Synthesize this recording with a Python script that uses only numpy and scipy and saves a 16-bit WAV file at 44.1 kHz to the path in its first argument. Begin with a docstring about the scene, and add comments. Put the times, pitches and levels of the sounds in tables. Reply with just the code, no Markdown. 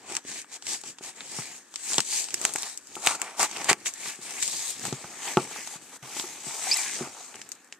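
"""Hands slit, rub and peel tape on a cardboard box, then turn the box on a table, close to a small camera.
Rubbing is a dense rain of tiny random slips: a gritty hiss that also shakes the flaps, panels and cavity.
Tape snaps are cracks of noise that knock the box; bumps ring its air and panels with a short rattle.
One brief run of squeaks glides in partials; faint room noise lies behind. Two microphone ports listen."""
import sys
import numpy as np
from scipy import signal
from scipy.fft import rfft, irfft, next_fast_len
from scipy.io import wavfile
from scipy.ndimage import uniform_filter1d, map_coordinates

SR = 44100
rng = np.random.default_rng(int(sys.argv[2]) if len(sys.argv) > 2 else 0)


def waveform_to_disk(signal):
    """Save audio, clipped to [-1, 1], as 16-bit WAV at the path in sys.argv[1]."""
    frames = np.transpose(np.atleast_2d(signal))
    scaled = np.clip(frames, -1, 1) * 32767
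    samples = np.round(scaled).astype(np.int16)
    wavfile.write(sys.argv[1], SR, samples)


N = 343912

# Resonances of the box. Each row: frequency in Hz, width in Hz at ring factor 1, relative level in dB.
# Taped flaps.
FLAP_MODES = [(1707, 302, -1), (2290, 365, 2.5), (2652, 237, 0.5), (2920, 382, -0.5), (3770, 570, -9.5)]
# Side panels, same columns.
PANEL_MODES = [(676, 140, -2), (869.5, 146, 7.5), (1147, 95, 3), (1356, 198, 7)]
# Air and floor of the box, same columns.
CAVITY_MODES = [(246, 127, 4), (134.5, 52, -15.5), (362.6, 127, 15)]


def amp(db):
    """Amplitude factor of a level in dB."""
    return 10 ** (np.asarray(db, float) / 20)


def evened(x):
    """Scales a signal to an RMS of 1."""
    return x / np.sqrt(np.mean(x ** 2) + 1e-20)


def read(points, hz):
    """Reads a spectral curve, straight between its points on a log-frequency axis."""
    f, value = np.transpose(points)
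    return np.interp(np.log(hz + 1), np.log(f + 1), value)


def over_time(points):
    """Reads a curve of (seconds, value) at every sample."""
    return np.interp(np.arange(N) / SR, *np.transpose(points))


def shaped(x, gain):
    """Applies gain(Hz) to the whole spectrum."""
    size = next_fast_len(x.shape[-1])
    spectrum = rfft(x, size) * gain(np.fft.rfftfreq(size, 1 / SR))
    return irfft(spectrum, size)[..., :x.shape[-1]]


def wander(count, samples):
    """Slow random drift of RMS 1: noise averaged twice over a few samples."""
    noise = rng.standard_normal(count)
    return evened(uniform_filter1d(uniform_filter1d(noise, samples), samples))


def add(mix, s, sound):
    """Adds a sound to the mix from s seconds on."""
    part = mix[..., max(round(s * SR), 0):][..., :sound.shape[-1]]
    part += sound[..., :part.shape[-1]]


def ring(modes, slope_db=0., longer=0.64, size=3000):
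    """Impulse response of decaying modes, peak 1; modes swing opposite ways by turns in list order; width sets
    the decay."""
    t = np.arange(size) / SR
    out = np.zeros(size)
    for k, (hz, width, db) in enumerate(modes):
        level = amp(db - slope_db * np.log2(hz / 300))
        decay = np.exp(-np.pi * width * t / longer)
        out += (-1) ** k * level * decay * np.sin(2 * np.pi * hz * t)
    return out / abs(out).max()


def pressure():
    """Each stroke rises, holds and falls; overlapping strokes add in power, in hiss, flap, panel, cavity."""
    # Strokes of hand, blade and tape; the long early one is a hand resting on the box almost throughout.
    # Each row: full strength from in seconds, held in seconds, seconds to rise 20 dB, seconds to fall 20 dB,
    # then surface hiss, flap buzz, panel drone and cavity rumble in dB.
    strokes = [(0.0, .05, .05, .05, -56, -57, -62, -59), (.01, 7.5, .05, .15, -62, -68, -75, -75),
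               (.102, .065, .07, .045, -40, -46, -46, -51), (.285, .115, .05, .045, -37.5, -46, -53, -53),
               (.535, .028, .055, .026, -41, -49, -53, -60), (.69, .06, .06, .045, -31, -45, -50, -51),
               (.795, .015, .03, .035, -48, -60, -66, -66), (.862, .038, .035, .045, -40, -54, -58, -54),
               (1.036, .062, .027, .034, -38, -48, -52, -54), (1.171, .066, .045, .11, -49, -52, -54, -58),
               (1.385, .005, .22, .22, -36, -44, -49, -50), (1.49, .09, .11, .06, -46, -60, -60, -64),
               (1.924, .005, .16, .14, -28, -41, -46, -52), (2.14, .045, .12, .11, -26, -42, -47, -54),
               (2.36, .03, .4, .11, -43, -51, -57, -58), (2.436, .03, .09, .13, -34, -43, -41, -46),
               (2.572, .096, .13, .14, -36, -47, -52, -60), (2.971, .042, .21, .11, -45, -56, -57, -56),
               (3.075, .005, .065, .09, -26, -32, -30.5, -43), (3.11, .045, .05, .022, -37, -41, -38, -44),
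               (3.227, .003, .05, .17, -41, -42.5, -39.5, -51),
               (3.405, .042, .035, .035, -25.5, -31, -31, -40),
               (3.606, .07, .28, .05, -38.5, -42, -43, -49), (3.695, .004, .012, .034, -19, -18, -25, -34),
               (3.8, .045, .11, .05, -52, -56, -58, -54), (3.862, .012, .012, .043, -27, -41, -44.5, -56),
               (4.081, .003, .17, .11, -33, -39, -43.5, -50), (4.225, .11, .04, .11, -40, -45, -48, -53),
               (4.392, .003, .17, .05, -36, -41, -48, -53), (4.427, .004, .03, .045, -27, -38, -50, -58),
               (4.46, .243, .09, .12, -32.5, -47, -51, -55),
               (4.867, .003, .125, .085, -33, -41.5, -46, -42), (4.95, .25, .11, .11, -44.5, -52, -52, -54),
               (5.288, .003, .17, .18, -33, -37, -41, -48), (5.52, .004, .04, .04, -41, -50, -48, -54),
               (5.378, .06, .05, .11, -42.5, -47, -46, -45),
               (5.569, .003, .19, .18, -38.5, -41.5, -48.5, -51.5),
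               (5.685, .075, .21, .04, -41.5, -50, -51, -59), (5.82, .09, .06, .04, -50, -60, -60, -60),
               (5.935, .034, .04, .012, -45, -54.5, -52, -55), (6.03, .098, .012, .11, -46, -53, -50, -59),
               (6.188, .003, .12, .125, -33.5, -43, -47, -51.5),
               (6.294, .003, .21, .42, -41, -48, -50, -54), (6.485, .09, .11, .21, -36, -46, -45, -55),
               (6.697, .082, .19, .21, -29, -37, -42, -52), (6.83, .12, .11, .15, -35, -43, -52, -57),
               (7.0, .04, .11, .12, -41, -47, -44, -46), (7.21, .003, .29, .26, -43.5, -56, -51.5, -60),
               (7.355, .003, .11, .45, -51, -56, -57, -59), (7.738, .003, .022, .06, -63, -62, -73, -68)]
    edge_bend = 1.15  # above 1 the edges of a stroke round into a dome
    t = np.arange(0, N / SR + .002, .002)
    s, held, rise, fall, *dbs = np.transpose(strokes)[..., None]
    before = np.maximum(s - t, 0) / rise
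    after = np.maximum(t - s - held, 0) / fall
    below_db = 20 * (before + after) ** edge_bend
    levels = [np.sqrt((amp(db - below_db) ** 2).sum(axis=0)) for db in dbs]
    return [np.interp(np.arange(N) / SR, t, level) for level in levels]


def slips(per_s, spread_db, clump_db):
    """Random stick-slip clicks of uneven size in clumps of a few ms; three paths with unrelated signs."""
    size = amp(spread_db * np.minimum(rng.exponential(1, N), 5))
    size = size * (rng.random(N) < per_s / SR)
    clumps = amp(clump_db * wander(N, 150))
    return evened(size * clumps * rng.choice([-1., 1.], (3, N)))


def rubbing():
    """Fine slips hiss on the surface; coarser slips drive flaps, panels and cavity; the colour wanders."""
    # Dry skin and blade on paper. Each row: frequency in Hz, relative density in dB per Hz.
    hiss_curve = [(1470, -41), (2500, -14.5), (2890, -14.5), (3970, -9), (4320, -9), (4750, -7),
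                  (5180, -8.5), (6470, -3.0), (8040, -2.0), (10700, -20.5), (14000, -24.5), (14500, -92)]
    # Glue crackles most while tape is peeled. Each row: time in seconds, strength of the ticks as a factor.
    peel = [(0, .2), (2.25, 0.12), (2.35, 0.49), (3.7, 0.72), (4.0, 0.17), (7.3, 0.23), (7.6, 0.63),
            (7.8, 1)]
    # Top treble of the rubbing, fading in from 9 to 11 kHz. Each row: time in seconds, gain in dB.
    sheen = [(0, -4), (.9, -1.5), (1.7, -1), (2.8, 0.5), (4.6, 2), (5.2, 0.5), (6, 5), (7.1, -1.5),
             (7.8, 5)]
    hiss, flap, panel, cavity = pressure()
    fine = slips(per_s=16000, spread_db=1.0, clump_db=1.2)
    coarse = slips(per_s=5000, spread_db=0.0, clump_db=2.0)

    # Fibres and glue let go now and then; each tick lasts about 1 ms.
    ticks = slips(per_s=150, spread_db=3.5, clump_db=5.0) * over_time(peel)
    burst = rng.standard_normal((3, 60)) * np.exp(-np.arange(60) / 13.6) / 3
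    fine = fine + signal.oaconvolve(ticks, burst, axes=1)[:, :N]
    coarse = coarse + 0.6 * ticks

    out = hiss * evened(shaped(fine, lambda hz: amp(read(hiss_curve, hz))))
    for level, modes in ((flap, FLAP_MODES), (panel, PANEL_MODES), (cavity, CAVITY_MODES)):
        shaken = signal.oaconvolve(coarse, ring(modes)[None], axes=1)[:, :N]
        out += level * evened(shaken)

    hz, t, z = signal.stft(out, SR, nperseg=256)
    top = np.clip((hz - 9000) / 2000, 0, 1)
    z = z * amp(np.outer(top, np.interp(t, *np.transpose(sheen))))
    # Patches of time and frequency drift up and down together in all three paths.
    patches = uniform_filter1d(rng.standard_normal(z.shape[1:]), 5, axis=0)
    patches = evened(uniform_filter1d(patches, 25, axis=1))
    return signal.istft(z * amp(1.7 * patches), nperseg=256)[1][:, :N]


def snaps():
    """Tape lets go in a short crack, bright or dull, with a rattling tail; it also knocks flaps and panels."""
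    # Tape snaps. Each row: start in seconds, crack peak in dB, brightness in dB per octave,
    # flap level in dB, panel level in dB.
    events = [(0.122, -24, 3, -30, -40), (0.1518, -16.5, 3, -20, -49), (.167, -11, -1, -16, -54),
              (0.4168, -28, 7, -40.5, -48), (.4443, -51, 0, -42, -38.5), (.624, -28, -3, -50, -41),
              (.668, -17, -6, -35, -51), (.814, -29, 6, -50, -56), (0.8371, -27, -3, -38, -67),
              (.9855, -28.5, -7, -46, -39), (1.2065, -24.5, -18, -30, -39), (1.7402, -27, -2, -45, -35),
              (1.7587, -15, -3.5, -46, -56), (1.933, -12, 2, -36, -36), (1.9422, -17, -5, -21, -25),
              (1.982, -0.5, -3.5, -28, -11), (1.9916, -24, 0, -23, -21), (2.0042, -7.5, -2.5, -14, -24),
              (2.242, -18, -1, -41, -46), (2.2862, -24.5, -7, -46, -34), (2.306, -23, -3, -48.5, -56.5),
              (2.3421, -8, 6.5, -14, -50), (2.415, -17, 10, -37, -46), (2.4404, -19, 2, -36, -37),
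              (2.4511, -1.5, 4, -4, -11.5), (2.5375, -16.5, 13, -38, -49), (2.559, -12.5, 11, -16.5, -25.5),
              (2.585, -17, 3, -38, -48), (2.623, -19, 10, -43, -47), (2.775, -18, 7.5, -54, -66),
              (2.8712, -32, 6, -59, -65), (2.954, -27, 15, -23, -58.5), (3.022, -29, 4, -40, -48),
              (3.0402, -21, 4.5, -38.5, -46), (3.0635, -9, 15, -13, -39), (3.072, 0, -1, -0.5, -23),
              (3.1537, -29, 12, -39, -28), (3.1993, -29, 10, -38.5, -44), (3.2168, -11.5, 10, -15, -22),
              (3.38, -38, 8, -43, -36), (3.3955, -12.5, 10, -39, -30), (3.401, -17, 4, -21, -19),
              (3.408, -20, 5, -30, -16), (3.4296, -7.5, 7, -28, -10.5), (3.5125, -23, -6, -42, -26.5),
              (3.5641, -21.5, -17, -33.5, -20), (3.6442, -16, 7, -30, -29), (3.691, -12, 6, -32, -36),
              (3.7, -6, 5, -15, -11), (3.7121, -20, -6, -37, -24), (3.7164, -18, -3, -38, -36),
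              (3.8593, -20, -22, -47, -53), (3.8685, -33, 14, -14, -52), (3.938, -21, 10, -49, -54),
              (4.15, -35, 0, -49, -48), (4.3076, -23, 4, -47, -48), (4.4261, -9.5, -1.5, -14.5, -36),
              (4.4781, -12, 6, -39, -53), (4.704, -16.5, 9, -44, -48), (4.8527, -16, 11, -28, -21),
              (4.9272, -22, -5, -46, -29), (5.3709, -18, 2, -7, -9), (5.674, -22, -2, -51, -29),
              (6.197, -15.5, -12.5, -40, -25), (6.641, -21, 12, -41, -28), (6.771, -15, 21, -18, -48),
              (6.99, -28, -2, -32, -45), (7.3426, -50.5, 1, -32, -33), (7.356, -28.5, 3, -32, -48),
              (7.416, -25.5, -4, -24, -63), (7.4904, -29.5, 20, -38, -45), (7.518, -21, 4.5, -28, -61),
              (7.552, -41, 6, -46, -68), (7.645, -43, 12, -67, -65), (7.6744, -47, 6, -64, -65),
              (7.7247, -25.5, -6, -24.5, -66), (7.7474, -45, 4, -60, -64)]
    # Colour of a crack. 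Each row: frequency in Hz, relative density in dB per Hz.
    crack_curve = [(1760, -19.5), (3000, -8.5), (3770, -10), (4350, -7.5), (5050, -5.5), (7010, -1),
                   (7910, -0.5), (9660, -18.5), (14100, -29.5), (16500, -83)]
    rattle_t60_s, shrink_per_db = 0.025, 0.03  # tail of a -18 dB crack; harder snaps rattle shorter
    lead = 64  # samples of room ahead of the crack for the colouring filter
    out, t = np.zeros((3, N)), np.arange(3000) / SR
    noise = rng.standard_normal((len(events), 3, len(t)))
    sharp = amp(-60 * t / .005)
    faint_tail = amp(-19.5 - 60 * t / 0.097)
    flap = np.gradient(ring(FLAP_MODES))  # small flaps radiate little bass
    flap, panel = flap / abs(flap).max(), ring(PANEL_MODES)
    for (s, crack_db, tilt_db, flap_db, panel_db), n in zip(events, noise):
        t60 = rattle_t60_s * np.exp(-shrink_per_db * (crack_db + 18))
        fade = sharp + amp(-5 - 60 * t / t60) + faint_tail

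        def colour(hz):
            octaves = np.log2(np.clip(hz, 3500, 12000) / 6000)
            return amp(read(crack_curve, hz) + tilt_db * octaves)

        crack = shaped(np.pad(n * fade, ((0, 0), (lead, 0))), colour)
        crack = crack / abs(crack[:, :200]).max(axis=1, keepdims=True)
        add(out, s - lead / SR, amp(crack_db) * crack)

        blow = n[:, :60] * amp(-60 * t[:60] / 0.00067)
        body = amp(flap_db) * flap + amp(panel_db) * panel
        knock = signal.fftconvolve(blow, body[None], axes=1)
        knock = knock / abs(knock).max(axis=1, keepdims=True)
        add(out, s, (amp(flap_db) + amp(panel_db)) * 0.49 * knock)
    return out


def bumps():
    """A soft blow, with loose contents rattling for a moment, rings the cavity and the panels."""
    # Bumps of hand and table on the box. Each row: start in seconds, cavity level in dB, panel level in dB,
    # deepness of the cavity in dB per octave down, ring factor (above 1 rings longer).
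    events = [(0.114, -34.5, -39.5, -18, 4.1), (0.25, -35.5, -62.5, -8, 0.79), (0.837, -39.5, -35, 2, 1.4),
              (1.009, -34, -41, -8, 1.1), (1.386, -25.5, -24.5, 25, 1.2), (1.982, -15.5, -51, 16, 0.73),
              (2.338, -36.5, -53.5, -28.5, 3.9), (2.411, -37, -37, -19.5, 2.1),
              (2.448, -30.5, -39, -3, 1.6), (2.554, -27.5, -25, -2, 1.4), (2.966, -31.5, -24, -31, 1.9),
              (3.069, -24, -12, 15, 0.75), (3.396, -56, -15, 20, 0.97), (3.712, -14, -11, 5, 1.7),
              (4.077, -38.5, -52, 0, 2.3), (4.189, -41, -41, 16, 1.9), (4.538, -39, -39, 21, 0.67),
              (4.852, -38, -23.5, 7, 0.86), (4.873, -28.5, -44, 31, 1.2), (4.925, -18.5, -28, 22, 1.6),
              (5.043, -31, -23.5, 29, 0.39), (5.37, -6.5, -5.5, 13.5, 2.24), (5.3754, -11.5, -13.5, 1, 1.3),
              (5.453, -52, -56, 4, 1.3), (5.511, -58, -30, 0, 0.7), (5.56, -41, -25, 20, 0.65),
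              (5.756, -38.5, -35, 29, 1.1), (6.025, -41, -56, 44, 3.6), (6.165, -35.5, -29, -6, 1.615),
              (6.239, -33.5, -32, -11, 3.6), (6.467, -34, -57, 21, 2.5), (7.009, -22, -34, 12.5, 3.3),
              (7.031, -31, -45, 5, 2.1), (7.351, -40, -41, -23, 0.7)]
    out, t = np.zeros(N), np.arange(4000) / SR
    rattles = rng.standard_normal((len(events), len(t))) * amp(-33.5 - 60 * t / 0.097)
    soft = np.pad(np.hanning(30) / 15, (0, len(t) - 30))
    for (s, cavity_db, panel_db, deep_db, longer), rattle in zip(events, rattles):
        cavity = amp(cavity_db) * ring(CAVITY_MODES, deep_db, longer)
        panel = amp(panel_db) * ring(PANEL_MODES, 0, longer)
        add(out, s, signal.fftconvolve(soft + rattle, cavity + panel))
    return signal.lfilter(*signal.butter(1, 90, "high", fs=SR), out)  # a small box radiates no deep bass


def squeaks():
    """Cardboard slipping regularly: a gliding stack of partials that wobbles in pitch and level."""
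    # Each row: start in seconds, length in seconds, start pitch in Hz, end pitch in Hz,
    # relative level of partials 1, 2 and 3 in dB.
    events = [(6.669, 0.013, 732.8, 752.9, -36, -42, -53.5), (6.713, 0.025, 2300, 2630, -32, -19.5, -47),
              (6.74, 0.0093, 2780, 2580, -35, -24, -25), (6.762, 0.012, 2020, 2050, -34, -33, -45),
              (6.78, 0.0238, 2430, 2250, -37, -39, -53)]
    out = np.zeros(N)
    for s, length, hz0, hz1, *dbs in events:
        count = round(length * SR)
        wobble = wander(count, 40)
        pitch = np.linspace(hz0, hz1, count) * (1 + 0.031 * wobble)
        turns = np.cumsum(pitch) / SR
        tone = sum(amp(db) * np.sin(2 * np.pi * (k + 1) * turns) for k, db in enumerate(dbs))
        fade = signal.windows.tukey(count, .08) * np.hanning(2 * count)[count:] ** 0.23
        add(out, s, np.sqrt(2) * tone * fade * amp(1.7 * wobble[::-1]))
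    return out


def room_noise():
    """Steady noise of the place behind the box, coloured by a fixed curve, on three unrelated paths."""
    # Each row: frequency in Hz, relative density in dB per Hz.
    room_curve = [(12, -52), (20, -17), (101, -18), (270, 3.5), (668, -9), (1360, -2.5), (1840, 1.5),
                  (2170, -27), (3370, -17), (5360, -27.0), (8090, -31.0), (14000, -22), (14500, -90)]
    noise = shaped(rng.standard_normal((3, N)), lambda hz: amp(read(room_curve, hz)))
    return amp(-61) * evened(noise)


def ports(paths):
    """Bass reaches both ports alike; treble reaches each by its own path round hands, box and camera."""
    # Likeness of the two ports. Each row: frequency in Hz, shared part of the power from 0 to 1.
    likeness = [(60, 0.47), (150, 0.9), (400, 0.95), (1200, 0.94), (2200, 0.69), (3500, 0.7), (5500, 0.083),
                (9000, 0.12)]
    # The hands move to the middle. 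Each row: time in seconds, lag of the left port in samples.
    left_lag = [(0, 2.07), (4.6, 1.44), (5.1, 0.067), (7.8, 0.047)]
    direct = shaped(paths[0], lambda hz: np.sqrt(read(likeness, hz)))
    arrival = np.arange(N) - over_time(left_lag)
    late = map_coordinates(direct, [arrival], order=3, mode="nearest")
    own = shaped(paths[1:], lambda hz: np.sqrt(1 - read(likeness, hz)))
    return np.array([late, direct]) + own


def scene():
    """Rubbing, snaps and room pass the ports; bumps reach both alike, squeaks both with the same sign, the left
    1 dB louder."""
    around = ports(rubbing() + snaps() + room_noise())
    return around + bumps() + squeaks() * amp(0) * np.array([[1.], [1.]]) * amp([[.5], [-.5]])


def record(dry):
    """The microphone drops the deep bass, the right port is duller, loud peaks flatten; then the band limit."""
    # Balance of the ports. Each row: frequency in Hz, left over right in dB.
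    balance = [(150, 0.5), (3300, 0.5), (5500, -2), (7000, 2), (9000, 13.5), (15000, 13.5)]

    def port_gains(hz):
        left_over_right = amp(read(balance, hz))
        return np.array([left_over_right, np.ones_like(hz)]) * 2 / (1 + left_over_right)

    both = shaped(dry, port_gains)
    both = signal.sosfilt(signal.butter(2, 110, "high", fs=SR, output="sos"), both)
    ceiling = .65
    both = ceiling * np.tanh(both / ceiling)
    band_limit = signal.firwin(511, 16500, window=("kaiser", 11), fs=SR)  # nothing above 16.5 kHz
    return signal.oaconvolve(both, band_limit[None], "same")


dry = scene()
out = record(dry)
waveform_to_disk(out)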